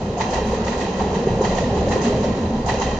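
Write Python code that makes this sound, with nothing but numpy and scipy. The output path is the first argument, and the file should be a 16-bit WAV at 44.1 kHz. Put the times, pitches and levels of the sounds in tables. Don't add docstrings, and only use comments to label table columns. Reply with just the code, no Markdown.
import sys
import numpy as np
from scipy import signal
from scipy.fft import rfft, irfft
from scipy.io import wavfile
from scipy.ndimage import uniform_filter1d

SR = 44100
rng = np.random.default_rng(int(sys.argv[2]) if len(sys.argv) > 2 else 0)


def gain_from_db(level_db):
    decades = np.asarray(level_db, float) / 20
    return 10 ** decades


def store_pcm(level_fs):
    pcm = np.round(np.clip(level_fs, -1, 1) * 32767).astype(np.int16)
    wavfile.write(sys.argv[1], SR, np.atleast_2d(pcm).T)


N = 131859
PORT_LAG_S = 0.00104


def curve(table, col):
    points = np.array(table, float)
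    return np.interp(np.arange(N) / SR, points[:, 0], points[:, col])


def unit(x):
    return x / np.sqrt(np.mean(x ** 2))


def ring(x, hz, width):
    return signal.lfilter(*signal.iirpeak(hz, hz / width, fs=SR), x)


def colour(x, table, share=1):
    points = np.array(table, float)
    hz = np.fft.rfftfreq(N, 1 / SR) + 1
    level_db = np.interp(np.log(hz), np.log(points[:, 0]), points[:, 1])
    return irfft(rfft(x) * gain_from_db(np.multiply.outer(share, level_db)), N)


def walk(rate):
    hold = int(SR / rate)
    steps = np.repeat(rng.standard_normal(N // hold + 1), hold)
    return 0.88 * uniform_filter1d(uniform_filter1d(steps, hold), hold)[:N]


def ports(noise, like, lag_s=0):
    like = np.clip(like, -1, 1)
    shared = np.sqrt((1 + like) / 2) * noise[0]
    opposed = np.sqrt((1 - like) / 2) * noise[1]
    return np.array([np.roll(shared + opposed, int(lag_s * SR)), shared - opposed])


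def port_noise(table, like):
    return unit(colour(ports(rng.standard_normal((2, N)), like, PORT_LAG_S), table))


def body(table, drive, flicker_db, rate, grit_db):
    out = 0
    for hz, width, db, like in table:
        rough = rng.standard_normal((2, N)) * gain_from_db(grit_db * rng.standard_normal(N))
        lag_s = PORT_LAG_S * (1150 < hz < 1500)
        rough = ports(unit(rough), like, lag_s) * gain_from_db(flicker_db * walk(rate)) * drive(hz)
        rung = ring(ring(rough, hz, 1.29 * width), hz, 1.29 * width)
        out = out + gain_from_db(db) * np.sqrt(SR / width / 4) * rung
    return out


def thuds(table, db, rise_s, fall_s, pair=1.17):
    events = np.array(table, float)
    start_s, level_db, pitch_hz = events[:, :1], events[:, 1:2], events[:, 2:]
    age_s = np.maximum(np.arange(N) / SR - start_s + rise_s, 0)
    phase = rng.random((len(events), 2)) * 2 * np.pi
    tone = np.sin(2 * np.pi * pitch_hz * age_s + phase[:, :1])
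    tone = tone + 0.37 * np.sin(2 * np.pi * pair * pitch_hz * age_s + phase[:, 1:])
    envelope = (1 - np.exp(-age_s / rise_s)) ** 2 * np.exp(-age_s / fall_s)
    return np.sum(gain_from_db(level_db + db) * envelope * tone, axis=0) * 2


# start_s [s], level_db [dB], deep_db [dB], bright_db [dB]
LOAD_CURVE = [
    (0, -25.5, 0.5, 1),
    (.45, -24, -2.5, 0.5),
    (.9, -23.5, -5.5, 3),
    (1.25, -22, -1.5, 2),
    (1.65, -21, 0.5, 3),
    (2.15, -19, -2, 2),
    (2.36, -23, -1, 1.5),
    (2.99, -24.5, 2.5, 1),
]


def rolling_load():
    load = curve(LOAD_CURVE, 1)
    swing = load - np.mean(load)
    deep = curve(LOAD_CURVE, 2) - 0.22 * swing
    high = np.mean(load) + 0.11 * swing + curve(LOAD_CURVE, 3)
    return load, deep, high


# pitch_hz [Hz], width_hz [Hz], level_db [dB], likeness of ports [0-1]
TRACK_MODES = [(30.2, 8, -8, 0.96), (64.9, 12.7, -4, 1), (95, 48, -6.5, 0.98), (133, 94, -3.5, 1),
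               (210, 69.5, 0.5, 0.99), (250, 51, -11.5, 0.83), (412, 108, -0.5, 0.97),
               (506.5, 139, -1, 0.96), (617, 100, -11, .93)]


def track_rumble(load, deep, jolts):
    def drive(hz):
        level = gain_from_db(load - 3 + (hz < 110) * deep)
        return level * (jolts if hz > 440 else 1)
    return body(TRACK_MODES, drive, 1.77, 8.9, 3.6)


# start_s [s], level_db [dB], knock_db [dB rel level], hiss_db [dB rel level]
AXLE_CLACKS = [(0.2117, -19, 0, -17), (0.3406, -19, -2.5, -16.5), (0.4874, -40.5, 4, -1),
               (0.5467, -32, 1.5, -9), (0.6818, -27.5, 0.5, -9), (0.7309, -29, 3, -16),
               (0.814, -23.5, -12, -14.5), (1.0041, -28, 3, -16), (1.1543, -27, -5, -17.5),
               (1.2865, -30.5, -0.5, -27), (1.4506, -22, 0, -13), (1.5127, -35, 6, -5.5),
               (1.5858, -27, -1.5, -10), (1.7799, -36.5, 7, -5.5), (1.868, -40, -6.5, -9),
               (1.923, -21.5, -1, -14.5), (2.0524, -26, -3, -6), (2.2414, -27, -2, -14.5),
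               (2.3812, -42, 5, -12), (2.6953, -17, -6, -16.5), (2.822, -18.5, -6, -15.5)]


def blows(share, db, lead_s, rise_s, fall_s, tail_s, tail_db):
    clacks = np.array(AXLE_CLACKS, float)
    peak_db = clacks[:, 1] + db
    if share:
        peak_db = peak_db + clacks[:, {"knock": 2, "hiss": 3}[share]]
    age_s = np.arange(N) / SR - (clacks[:, :1] - lead_s)
    swell = np.exp(np.minimum(age_s, 0) / rise_s) * (1 + gain_from_db(tail_db))
    fall = np.exp(-(age_s / fall_s) ** 2) + gain_from_db(tail_db) * np.exp(-np.abs(age_s) / tail_s)
    shape = np.where(age_s < 0, swell, fall)
    return np.sqrt(np.sum((gain_from_db(peak_db)[:, None] * shape) ** 2, axis=0))


# pitch_hz [Hz], width_hz [Hz], level_db [dB], likeness of ports [0-1]
RAIL_MODES = [(768, 146, 2.5, 0.86), (928, 114, -1.5, 0.79), (1034, 62, -3.5, 0.23), (1350, 250, -8, 0.94)]


def rail_knock(high, jolts):
    knock = blows("knock", -9, 0.0051, 0.019, 0.014, 0.12, -1)
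    return body(RAIL_MODES, lambda hz: (gain_from_db(high - 14.5) + knock) * jolts, 1.96, 25.06, 4.6)


# pitch_hz [Hz], width_hz [Hz], level_db [dB], likeness of ports [0-1]
WHEEL_MODES = [(1900, 150, -4, 0.8), (1706, 230, -9.5, 0.5), (2500, 150, -9, 0.27), (2741, 140, -9.5, 0.99),
               (3136, 127, -8.5, 0.5), (3988, 170, -10.5, 0.51), (4490, 420, -14, 0.17),
               (5440, 140, -18.5, .5), (5600, 130, -15, .6), (6190, 500, -11.5, 0.2), (6500, 280, -39, .4)]


def wheel_ring(high, treble_jolts):
    clack = blows(None, -12.5, 0.0028, 0.0059, 0.015, 0.13, -1.2)
    return body(WHEEL_MODES, lambda hz: (gain_from_db(high - 20.5) + clack) * treble_jolts, 1.8, 30.14, 2.5)


# pitch_hz [Hz], level_db [dB]
TREAD_SPECTRUM = [(1000, 2), (2000, -1.5), (3500, -0.5), (5500, -5.5), (7000, -13), (8300, -13),
                  (9000, -62)]


def tread_hiss(high, treble_jolts):
    spray = blows("hiss", -7, 0.0096, 0.0043, 0.055, 0.12, 2.5)
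    return port_noise(TREAD_SPECTRUM, 0.36) * (gain_from_db(high - 18.5) + spray) * treble_jolts


# start_s [s], level_db [dB], pitch_hz [Hz]
RIM_PINGS = [(0.1964, -28, 1840), (0.2134, -20.5, 2032), (0.2184, -19, 1893), (0.3401, -26.5, 1900),
             (0.3584, -21.5, 1860), (0.5467, -29, 1880), (0.6439, -33, 1900), (0.6818, -23.5, 1870),
             (0.7322, -26, 1960), (0.814, -23.5, 1980), (0.8485, -27, 1900), (1.0066, -30, 1880),
             (1.1568, -29.5, 1920), (1.2885, -35.5, 1950), (1.4506, -21, 1955), (1.5124, -31, 1990),
             (1.5843, -17.5, 1874), (1.6427, -24, 1860), (1.8844, -28, 1810), (1.922, -18, 1853),
             (2.0537, -22, 1840), (2.6874, -21, 1960), (2.6973, -18.5, 1900), (2.7644, -28, 1884),
             (2.822, -26, 1900)]


def rim_pings():
    pings = np.array(RIM_PINGS, float)
    age_s = np.arange(N) / SR - pings[:, :1]
    envelope = np.sum(gain_from_db(pings[:, 1:2] - 1) * (age_s > 0) * np.exp(-np.abs(age_s) / 0.0052), axis=0)
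    crack = envelope * ports(rng.standard_normal((2, N)), 0.49)
    for _ in range(3):
        crack = ring(crack, 3360, 4000)
    return thuds(RIM_PINGS, -2, 0.00148, 0.0044, 1.06) + colour(crack, TREAD_SPECTRUM)


# start_s [s], level_db [dB], pitch_hz [Hz]
RAIL_TAPS = [(0.055, -19.5, 570), (0.171, -15, 720), (0.209, -14.5, 900), (0.279, -16, 607),
             (0.344, -24, 687), (0.381, -11.5, 775), (0.52, -14.5, 812), (0.817, -19, 558),
             (0.87, -17, 797), (0.993, -12, 535), (1.01, -11.5, 768), (1.086, -19, 577), (1.102, -15, 720),
             (1.15, -13.5, 751), (1.288, -20, 710), (1.378, -22, 584), (1.441, -19.5, 582),
             (1.521, -21.5, 716), (1.557, -21.5, 590), (1.583, -12, 743), (1.625, -13, 656),
             (1.672, -20.5, 728), (1.766, -16.5, 742), (1.871, -12.5, 518), (1.896, -20, 828),
             (1.919, -16.5, 782), (2.052, -13, 711), (2.139, -19, 556), (2.196, -20, 534),
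             (2.243, -9.5, 562), (2.306, -22.5, 584), (2.532, -24.5, 770), (2.589, -24, 800),
             (2.664, -15, 785), (2.691, -18, 1049), (2.814, -11, 933), (2.888, -16.5, 602)]


def rail_taps():
    return thuds(RAIL_TAPS, -5, 0.00154, 0.0061)


# start_s [s], level_db [dB], pitch_hz [Hz]
SLEEPER_THUDS = [(0.263, -17, 449), (0.328, -13.5, 507), (0.388, -11.5, 497), (0.42, -13, 438),
                 (0.531, -7.5, 466), (0.764, -15.5, 500), (0.847, -15.5, 396), (1.02, -14, 421),
                 (1.127, -12, 428), (1.271, -6, 401), (1.338, -17.5, 377), (1.41, -5.5, 418),
                 (1.479, -18, 472), (1.508, -15.5, 537), (1.775, -17, 363), (1.822, -15, 536),
                 (1.871, -18, 538), (1.911, -12, 498), (1.96, -8.5, 430), (2.108, -7, 427),
                 (2.193, -33, 510), (2.743, -16, 491), (2.868, -17.5, 444)]
# start_s [s], level_db [dB], pitch_hz [Hz]
BOGIE_BUMPS = [(0.049, -13.5, 201), (0.145, -19.5, 195), (0.463, -12.5, 210), (0.516, -25, 211),
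               (0.67, -21.5, 197), (0.935, -22.5, 195), (1.004, -19, 187.6), (1.158, -10, 180.5),
               (1.301, -15, 191), (1.497, -18, 180), (1.671, -13.5, 244), (1.746, -11.5, 170),
               (2.044, -10.5, 235), (2.203, -9.5, 206.5), (2.523, -13.5, 217), (2.585, -16.5, 242),
               (2.754, -33, 187), (2.919, -25, 239)]
# start_s [s], level_db [dB], pitch_hz [Hz]
FLOOR_BOOMS = [(0.052, -27.5, 68), (0.332, -19, 41.4), (0.509, -18.5, 63), (0.763, -15, 61.3),
               (1.013, -14, 72.6), (1.101, -19.5, 75), (1.306, -19.5, 115), (1.625, -30, 65.6),
               (1.796, -20, 62.2), (2.258, -20.5, 96.7), (2.437, -13, 78), (2.674, -36, 79)]


def dull_blows():
    sleepers = thuds(SLEEPER_THUDS, 0.5, 0.00304, 0.0062)
    bogies = thuds(BOGIE_BUMPS, -4.5, 0.00796, 0.022)
    floors = thuds(FLOOR_BOOMS, -4.5, 0.015, 0.028)
    return sleepers + bogies + floors


# pitch_hz [Hz], level_db [dB]
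SCRAPE_SPECTRUM = [(3500, -13.5), (5200, -4.5), (6500, -3.5), (7200, -13), (8300, -9), (8800, -55.5)]


def flange_scrape():
    return port_noise(SCRAPE_SPECTRUM, 0.63) * blows("hiss", -6, 0.035, 0.0011, 0.078, 0.08, -10)


def rattle():
    per_s, decay_s, level_db = 90, 0.003, -10
    jolt = (rng.random(N) < per_s / SR) * rng.exponential(size=N)
    return unit(1 + gain_from_db(level_db) * signal.lfilter([1], [1, -np.exp(-1 / (decay_s * SR))], jolt))


# pitch_hz [Hz], level_db [dB]
AIR_SPECTRUM = [(8000, -23), (8500, -1.5), (8900, -9), (11000, -9), (12500, -10), (13000, -31.5)]
# start_s [s], level_db [dB], length_s [s]
FLANGE_SQUEAKS = [(.21, -68, 0.043), (.33, -71, .04), (0.494, -59.5, .06), (.67, -72, .04), (.81, -69, .04),
                  (1.43, -73, .04), (1.57, -71, 0.064), (1.9, -69, .04), (2.05, -71, .04), (2.69, -67, .04),
                  (2.83, -64, 0.054)]


def flange_squeaks():
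    events, t = np.array(FLANGE_SQUEAKS, float), np.arange(N) / SR
    swells = gain_from_db(events[:, 1:2] + 9.5) * np.exp(-((t - events[:, :1]) / events[:, 2:]) ** 2)
    tick = gain_from_db(-45) * np.exp(-np.abs(t - 0.0404) / 0.001)
    return port_noise(AIR_SPECTRUM, 0.3) * (np.sum(swells, axis=0) + gain_from_db(-63.5) + tick)


def scene():
    load, deep, high = rolling_load()
    jolts = rattle()
    treble_jolts = jolts ** 0.3
    rolling = track_rumble(load, deep, jolts) + rail_knock(high, jolts)
    steel = wheel_ring(high, treble_jolts) + tread_hiss(high, treble_jolts)
    struck = rim_pings() + rail_taps() + dull_blows()
    return rolling + steel + struck + flange_scrape() + flange_squeaks()


def sparse_top(x):
    def smooth(v):
        return uniform_filter1d(uniform_filter1d(v, size=13, axis=-2), size=3, axis=-1)
    hz, _, lines = signal.stft(x, SR, nperseg=2048)
    size = np.abs(lines)
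    patches_db = 4 * unit(smooth(rng.standard_normal(lines.shape[1:])))
    gap_db = 7 * np.exp(-((hz[:, None] - 9100) / 450) ** 2)
    threshold = 1.65 * smooth(size) * gain_from_db(patches_db + gap_db)
    kept = (size > threshold) | (hz < 7700)[:, None]
    return signal.istft(lines * kept, SR, nperseg=2048)[1][:, :N]


def top_cut(x):
    return signal.sosfilt(signal.butter(12, 13440, fs=SR, output="sos"), x)


# pitch_hz [Hz], level_db [dB]
PORT_SHADE = [(50, 0), (1400, -1), (2300, -6), (3200, -1), (4600, -8), (5700, 1), (6700, -21.5),
              (8500, 2.5)]


def record(dry):
    x = colour(np.tanh(1.29 * dry) / 1.287, PORT_SHADE, np.array([0.5, -0.5]))
    bass = signal.butter(2, 110, fs=SR, output="sos")
    x = x - signal.sosfiltfilt(bass, x - x.mean(axis=0))
    x = colour(x, [(20, -7), (35, 1), (7000, -2), (7600, -5), (8400, -6), (13300, -10), (13450, -62.5)])
    mix = sparse_top(x)
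    return top_cut(mix)


dry = scene()
out = record(dry)
store_pcm(out)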